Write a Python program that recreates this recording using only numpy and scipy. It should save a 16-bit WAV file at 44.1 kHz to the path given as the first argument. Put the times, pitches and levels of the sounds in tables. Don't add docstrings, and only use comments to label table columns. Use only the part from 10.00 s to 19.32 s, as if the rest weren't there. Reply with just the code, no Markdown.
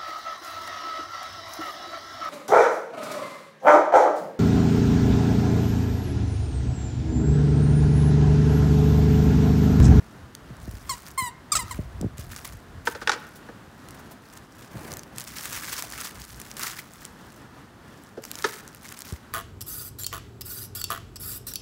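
import sys
import numpy as np
from scipy import signal
from scipy.fft import rfft, irfft, next_fast_len
from scipy.io import wavfile
from scipy.ndimage import uniform_filter1d, map_coordinates

SR = 44100
rng = np.random.default_rng(int(sys.argv[2]) if len(sys.argv) > 2 else 0)


def invert_db(level):
    return 10 ** (np.asarray(level, dtype=float) / 20)


def pcm_store(signal):
    levels = np.round(np.clip(np.atleast_2d(signal), -1, 1) * 32767)
    wavfile.write(sys.argv[1], SR, levels.astype(np.int16).T)


N = 411012


def unit(x):
    return x / np.sqrt(np.mean(x ** 2) + 1e-20)


def along(points, hz):
    f, v = np.transpose(points)
    return np.interp(np.log(hz + 1), np.log(f + 1), v)


def curve(rows):
    return np.interp(np.arange(N) / SR, *np.transpose(rows))


def wobble(rate_hz):
    knots = rng.standard_normal(int(N * rate_hz / SR) + 4)
    return map_coordinates(knots, [np.arange(N) * rate_hz / SR])


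def coloured(x, spectrum):
    m = next_fast_len(len(x) + 8192)
    gain = invert_db(along(spectrum, np.fft.rfftfreq(m, 1 / SR)))
    return irfft(rfft(x, m) * gain, m)[:len(x)]


def lean(hz, depth_db):
    return [(hz / 2.5, -depth_db), (hz, 0), (hz * 2.2, -depth_db)]


def add(track, s, sound):
    part = track[round(s * SR):][:len(sound)]
    part += sound[:len(part)]


RISE_DB = 7.5


def strokes(rows, settle_db_per_s, still_db):
    t, level_db = np.arange(0, N, 32) / SR, still_db
    for s, rise_s, hold_s, db in rows:
        climb_db = np.where(t < s, -200, RISE_DB * np.minimum((t - s) / abs(rise_s) - 1, 0))
        settling_s = np.maximum(t - s - abs(rise_s) - abs(hold_s), 0)
        level_db = np.maximum(level_db, db + climb_db - settle_db_per_s * settling_s)
    return np.interp(np.arange(N) / SR, t, level_db)


# frequency in Hz, relative density in dB.
TRAFFIC_SPECTRUM = [(18, -62), (30, -6.5), (118, 1.5), (255, -0.5), (506, -10), (1270, -10.5), (1750, -13),
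                    (2280, -21.5), (3050, -22.5), (16500, -39)]
HUM_DB = -47


def traffic():
    level = invert_db(HUM_DB + 1.57 * wobble(12.0))
    return level * unit(coloured(rng.standard_normal(N), TRAFFIC_SPECTRUM))


# time in seconds, buffet level in dB before a 2 dB lift.
WIND_LEVEL = [(0, -52.5), (.76, -42.5), (1.4, -51), (1.87, -41.5), (3.2, -55), (4.4, -59.5), (6, -51.5),
              (7.5, -70), (9.32, -65)]
# frequency in Hz, relative density in dB.
BUFFET_SPECTRUM = [(15, -32), (25, -6), (59, 9), (139, -0.5), (305, -36), (700, -17.5), (1320, -120)]
# start in seconds, swing level in dB, base pitch in Hz,
# time to crest in seconds.
WIND_PUFFS = [(0.501, -31.5, 151, 0.0094), (0.677, -27, 126, 0.0067), (0.737, -28, 63.5, 0.0089),
              (1.22, -28.5, 98, 0.0069), (1.632, -30.5, 110, 0.01), (1.79, -19, 98, 0.0047),
              (2.007, -25.5, 198, 0.013), (2.027, -26, 223, 0.0052), (2.043, -17, 116.5, 0.0065),
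              (2.06, -20.5, 110, 0.0051), (2.188, -28.5, 94.5, 0.009), (4.751, -29, 140, 0.012),
              (9.123, -22.5, 86, 0.0075)]


def wind():
    lumps = invert_db(4 * wobble(14) + 2.5 * wobble(3))
    buffet = unit(lumps * coloured(rng.standard_normal(N), BUFFET_SPECTRUM))
    out = invert_db(curve(WIND_LEVEL) + 2.0) * buffet
    t = np.arange(SR // 6) / SR
    draws = rng.standard_normal((len(WIND_PUFFS), len(t)))
    for (s, db, hz, crest_s), noise in zip(WIND_PUFFS, draws):
        cycles = hz * (0.8 * t + 0.01196 * (1 - np.exp(-t / 0.0035)))
        swell = t / crest_s * np.exp(1 - t / crest_s)
        swing = swell * np.sin(2 * np.pi * cycles + 3 * noise[0])
        flap = unit(coloured(noise, [(60, -15), (250, 6.5), (600, -1.0), (1200, -48.0)]))
        flap_swell = 0.31 * t / 0.0041 * np.exp(1 - t / 0.0028)
        add(out, s, invert_db(db) * (swing + flap_swell * flap))
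    return out


# frequency in Hz, 60 dB decay time in seconds.
PATIO_DECAY = [(300, 0.55), (2000, 0.76), (10000, 0.14)]


def patio(x):
    hz, t, z = signal.stft(rng.standard_normal(SR // 2), SR, nperseg=256)
    decay = invert_db(-60 * t / along(PATIO_DECAY, hz)[:, None])
    tail = signal.istft(z * decay, SR, nperseg=256)[1]
    delayed = np.pad(x, (130, 0))
    return signal.fftconvolve(delayed, tail / np.linalg.norm(tail))[:N]


# start in seconds, rise in seconds, hold in seconds,
# level in dB.
SHOVES = [(4.71, 0.032, 0.13, -39)]
SLIDE_DB_PER_S = 52


def shove():
    dull = [(70, -1.5), (150, 2.5), (500, -6.0), (2000, -15.5), (4000, -32.5)]
    drag = coloured(rng.standard_normal(N), dull)
    lumpy = unit(invert_db(2.7 * wobble(60)) * drag)
    return invert_db(strokes(SHOVES, SLIDE_DB_PER_S, -120)) * lumpy


# start in seconds, level in dB, centre in Hz.
DULL_BURSTS = [(3.351, -46.5, 474), (3.944, -45.5, 1500), (3.992, -45.5, 1400), (4.109, -44, 670),
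               (5.553, -40, 1700), (5.834, -40, 635), (6.594, -33, 1500), (6.64, -31.5, 1100),
               (6.678, -32, 1500), (6.729, -41, 1500), (6.79, -36, 2000)]
CREST_CYCLES = 4.9


def dull_bursts():
    out, t = np.zeros(N), np.arange(SR // 15) / SR
    draws = rng.standard_normal((len(DULL_BURSTS), len(t)))
    for (s, db, hz), noise in zip(DULL_BURSTS, draws):
        age = t * hz / CREST_CYCLES
        burst = unit(coloured(noise, lean(hz, depth_db=19)))
        add(out, s, invert_db(db) * burst * age * np.exp(1 - age))
    return out


# start in seconds, overall gain in dB, crack in dB,
# lift of the modes below 800 Hz in dB, rise time constant in seconds.
BOWL_KNOCKS = [(2.8713, -12, -3, 0, 0.0015), (2.949, -29, 6, 8, 0.0028), (3.014, -19, 4.5, 0.5, 0.013),
               (3.0741, -19.5, 8.5, 3, 0.00045), (3.0938, -16.5, 7.5, -1, 0.00065),
               (3.1168, -23.5, 11, 3.5, 0.0011), (3.13, -24.5, 12.5, 3, 0.0047),
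               (3.154, -33, -7.5, 10, 0.0024), (3.486, -30.5, -4.5, 10, 0.0056),
               (8.17, -26.5, 2, 17.5, 0.019), (8.442, -11.5, 5, 2.5, 0.0031)]
# nominal frequency in Hz, relative level in dB, 60 dB decay time in seconds.
BOWL_MODES = [(361, -7.5, 0.049), (462, 0.5, 0.058), (627, -16.5, 0.052), (868, 5, 0.031),
              (1068, -16, 0.059), (1260, -1.5, 0.038), (1500, 1.5, 0.03), (1758, 1.5, 0.027),
              (2170, -9.5, 0.019)]


def bowl():
    out, t = np.zeros(N), np.arange(SR // 4) / SR
    modes = len(BOWL_MODES)
    draws = rng.standard_normal((len(BOWL_KNOCKS), 2 * modes + len(t)))
    hz, level_db, t60_s = np.transpose(BOWL_MODES)[:, :, None]
    crack_spectrum = [(150, -15), (500, -4.5), (1500, 18), (2200, 6.5), (5500, 4.5), (9000, -8.5),
                      (16000, -34)]
    for (s, db, crack_db, hollow_db, rise_s), draw in zip(BOWL_KNOCKS, draws):
        strength, detune, noise = np.split(draw, [modes, 2 * modes])
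        mode_db = level_db + 2.5 * strength[:, None] + (hz < 800) * hollow_db
        pitch_hz = hz * (1 + .03 * detune[:, None])
        swell = 1 - np.exp(-(t * hz / 3.8) ** 2)
        rock = 1.2 * unit(coloured(noise, [(100, 0), (600, -60)]))
        swing = np.sin(2 * np.pi * pitch_hz * t + rock)
        ring = np.sum(invert_db(mode_db - 60 * t / t60_s) * swell * swing, 0)
        shiver = invert_db(-60 * t / 0.0075) + 0.29 * invert_db(-60 * t / 0.069)
        crack = invert_db(crack_db) * shiver * unit(coloured(noise, crack_spectrum))
        add(out, s, invert_db(db) * (ring + crack) * (1 - np.exp(-t / abs(rise_s))))
    return out


# frequency in Hz,
# relative density in dB.
FILM_SPECTRUM = [(700, -7), (1200, 1.5), (2000, -2), (2700, -3.5), (7000, -4.5), (12000, -8.5), (16500, -6)]
# start in seconds, level in dB, time to crest in seconds.
FILM_SCRUNCHES = [(2.312, -38.5, 0.0077), (2.445, -32.5, 0.0061), (5.519, -33, 0.011), (5.551, -35, 0.017),
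                  (5.719, -28.5, 0.0096), (5.736, -35, 0.004), (5.781, -29.5, 0.0091), (6.043, -31, 0.008),
                  (6.783, -36, 0.0073)]


def scrunches():
    out, t = np.zeros(N), np.arange(SR // 20) / SR
    draws = rng.standard_normal((len(FILM_SCRUNCHES), 2, len(t)))
    for (s, db, crest_s), (hiss, grit) in zip(FILM_SCRUNCHES, draws):
        gritty = hiss * invert_db(3.5 * unit(uniform_filter1d(grit, size=30)))
        swell = (t / crest_s * np.exp(1 - t / crest_s)) ** 2
        add(out, s, invert_db(db) * unit(coloured(gritty, FILM_SPECTRUM)) * swell)
    return out


# time in seconds, peak in dB.
FILM_SNAPS = [(0.351, -24.5), (.568, -41), (0.656, -39), (2.013, -26), (2.1821, -27), (2.363, -22),
              (2.4766, -26), (3.887, -31), (3.908, -31), (4.375, -31), (4.878, -34), (4.9185, -20.5),
              (4.928, -27), (4.938, -23), (4.9702, -22.5), (4.9935, -23.5), (5.034, -28), (5.161, -34),
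              (5.1833, -18), (5.1994, -20.5), (5.207, -22), (5.215, -23.5), (5.241, -27), (5.276, -25.5),
              (5.409, -25), (5.456, -18), (5.731, -27), (5.824, -15), (5.9232, -17.5), (6.0123, -19),
              (6.045, -25), (6.2183, -24), (6.4003, -25.5), (6.416, -24), (6.5146, -24.5), (6.5688, -23),
              (6.595, -19), (6.6337, -16.5), (7.052, -22), (8.037, -38), (8.2394, -22.5), (8.252, -22),
              (8.315, -18), (8.355, -21), (8.388, -21), (8.424, -21), (8.501, -35), (8.678, -26),
              (8.748, -27), (8.89, -25.5), (8.924, -22), (8.9904, -25), (9.006, -24), (9.0201, -21),
              (9.124, -25.5)]


def snaps():
    out, t = np.zeros(N), np.arange(SR // 100) / SR
    draws = rng.standard_normal((len(FILM_SNAPS), len(t) + 1))
    for (s, db), burst in zip(FILM_SNAPS, draws):
        crack = coloured(burst[1:] * t * np.exp(-t / 0.00046), FILM_SPECTRUM)
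        crack = coloured(crack, lean(7500 * np.exp(.2 * burst[0]), depth_db=10))
        add(out, s - .0004, invert_db(db) * crack / np.abs(crack).max())
    return out


# start in seconds, rise in seconds, hold in seconds,
# handling effort in dB.
FILM_TUGS = [(0, 0.0079, 0.1, -61.5), (.6, 0.37, 0.12, -49), (1.6, 0.13, 0.029, -48.5),
             (2.17, 0.015, 0.0053, -44), (2.29, 0.08, 0.0085, -46.5), (2.42, 0.046, 0.059, -50),
             (2.852, 0.008, 0.02, -41), (2.89, 0.0091, 0.42, -57), (3.7, 0.22, .15, -59.5),
             (4.22, 0.11, 0.048, -54), (4.51, 0.061, 0.065, -53), (4.7, 0.18, 0.064, -49),
             (5.15, 0.041, 0.042, -46), (5.265, 0.0073, 0.011, -41), (5.355, 0.011, 0.48, -39),
             (5.66, 0.036, 0.071, -38), (5.86, 0.15, 0.048, -39), (6.1, 0.065, 0.34, -48.5),
             (6.563, 0.043, 0.076, -36.5), (6.72, 0.017, 0.034, -43), (6.86, 0.1, 0.093, -51),
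             (7.13, 0.13, 0.1, -56.5), (7.85, 0.14, 0.098, -61), (8.22, 0.016, 0.0083, -47),
             (8.29, 0.14, 0.11, -43), (8.6, 0.014, 0.24, -56), (8.82, 0.0081, 0.27, -47)]
SETTLE_DB_PER_S, STILL_DB = 139, -81


def rustle():
    effort_db = strokes(FILM_TUGS, SETTLE_DB_PER_S, STILL_DB)
    clump = wobble(70)
    flips_per_s = 260 * invert_db(.3 * (effort_db + 50) + 2.6 * clump)
    t = np.arange(SR // 200) / SR
    sliding = unit(invert_db(1.6 * clump) * rng.standard_normal(N))
    film = invert_db(-2 + .55 * (effort_db + 40.5)) * sliding
    for hz in (1800, 5500, 11000):
        chance, size = rng.random((2, N))
        heights = invert_db(-3 * np.log(size + 100 / hz)) / np.sqrt(invert_db(.3 * (effort_db + 50.5)))
        flips = (chance < flips_per_s / SR) * heights
        crease = t * np.exp(-t * hz / 2)
        clicks = signal.fftconvolve(flips, crease)[:N] * rng.standard_normal(N)
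        balance = invert_db(0.0037 * (effort_db + 23.0) * np.log2(5500 / hz))
        film += balance * unit(coloured(clicks, lean(hz, depth_db=10)))
    return invert_db(effort_db) * unit(coloured(film, FILM_SPECTRUM))


# time in seconds,
# reed pitch in Hz.
BITE_PITCHES = [
    [(0.8915, 1534), (0.8945, 1105), (0.912, 1053), (0.928, 962), (0.938, 967)],
    [(1.175, 1027), (1.189, 1074), (1.223, 1000), (1.256, 993), (1.288, 934)],
    [(1.5172, 1225), (1.524, 1244), (1.544, 1093)],
    [(1.5505, 1317), (1.555, 1356), (1.563, 1228), (1.567, 1313), (1.575, 1210)],
    [(1.587, 1020), (1.601, 1027), (1.617, 930), (1.627, 930)],
    [(1.708, 1050), (1.714, 1060), (1.722, 960), (1.727, 940)],
]
# level in dB, brightness in dB per octave,
# fullness around 5.5 kHz in dB, lift of the octave overtone at the start in dB.
BITE_TONES = [(-23, -1, 8.5, -13.5), (-23, -1, 0, -0.5), (-18, 0.5, 11, -10), (-16, -0.5, 13, -4),
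              (-28, -0.2, 6, 0), (-27.5, -0.2, 2, -5)]
BITE_LEAKS = [.1, 0, .15, .7, .05, .1]
# frequency in Hz, gain in dB.
PIPE_RESPONSE = [(600, -12), (1000, 0), (2100, -5), (3100, -17), (4300, -13), (6300, -24), (7500, -9),
                 (9000, -11), (11500, -23), (15000, -19), (18000, -40)]
# frequency in Hz, relative density in dB.
AIR_SPECTRUM = [(500, -13.5), (1800, -12), (4500, -9), (8000, -1), (12000, -30), (17000, -22)]
REED_ATTACK_S, REED_RELEASE_S = .0024, 0.0077
OVERTONE_LAG_S = .0008
DB_PER_SEMITONE = 5


def squeaker():
    out, order = np.zeros(N), np.arange(1, 17)[:, None]
    octaves = np.log2(order)
    for rows, tone_row, air_end in zip(BITE_PITCHES, BITE_TONES, BITE_LEAKS):
        level_db, bright_db, full_db, octave_db = tone_row
        s, pitch_hz = np.transpose(rows)
        t = np.arange(s[0], s[-1] + .025, 1 / SR)
        age_s = t - s[0]
        hz = uniform_filter1d(np.interp(t, s, pitch_hz), size=150, mode="nearest")
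        semitones_down = 12 * np.log2(np.minimum(hz / pitch_hz[1], 1))
        pressure = invert_db(level_db + DB_PER_SEMITONE * semitones_down)
        spent = np.clip(age_s / (s[-1] - s[0]), 0, 1)
        attack = 1 - np.exp(-(age_s / REED_ATTACK_S) ** 2)
        gate = attack * np.exp(-np.maximum(t - s[-1], 0) / REED_RELEASE_S)
        turn = 2 * np.pi * np.cumsum(hz) / SR

        jitter = uniform_filter1d(rng.standard_normal((len(order), len(hz))), size=300, axis=1)
        flutter_db = 1.1 * np.log2(2 * order) * jitter * np.sqrt(300)
        fullness_db = full_db * np.exp(-np.log2(order * hz / 5500) ** 2 / 0.3)
        start_octave_db = (order == 2) * octave_db * (1 - spent)
        harmonic_db = along(PIPE_RESPONSE, order * hz) + bright_db * octaves
        levels = invert_db(harmonic_db + fullness_db + flutter_db + start_octave_db)
        levels = levels * (1 - np.exp(-(age_s / (OVERTONE_LAG_S * octaves + 1e-6)) ** 2))
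        tone = -np.sum(levels * np.cos(order * turn + .3 * order ** 2), 0)
        tone = tone * (1 + air_end * np.abs(2 * spent - 1) * np.cos(turn / 2))

        gated_noise = rng.standard_normal(len(hz)) * (1 + np.cos(turn))
        hiss = unit(coloured(gated_noise, AIR_SPECTRUM))
        air = air_end * spent ** 2
        add(out, s[0], pressure * gate * (np.sqrt(1 - air) * unit(tone) + np.sqrt(air) * hiss))
    return out


TOY_ECHO_DB, BOWL_ECHO_DB = -19, -18


def scene():
    background = traffic() + wind() + shove() + dull_bursts()
    knocks = bowl()
    toy = scrunches() + snaps() + rustle() + squeaker()
    echo = patio(invert_db(TOY_ECHO_DB) * toy + invert_db(BOWL_ECHO_DB) * knocks)
    return (background + knocks + toy + echo)[None]


def top_cut(x):
    return signal.sosfilt(signal.butter(12, 16990, fs=SR, output="sos"), x)


def record(dry):
    mix = coloured(dry[0], [(20, -25), (45, -2.5), (15700, 1.0), (16000, -15), (17200, -72)])
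    return top_cut(mix[None])


dry = scene()
out = record(dry)
pcm_store(out)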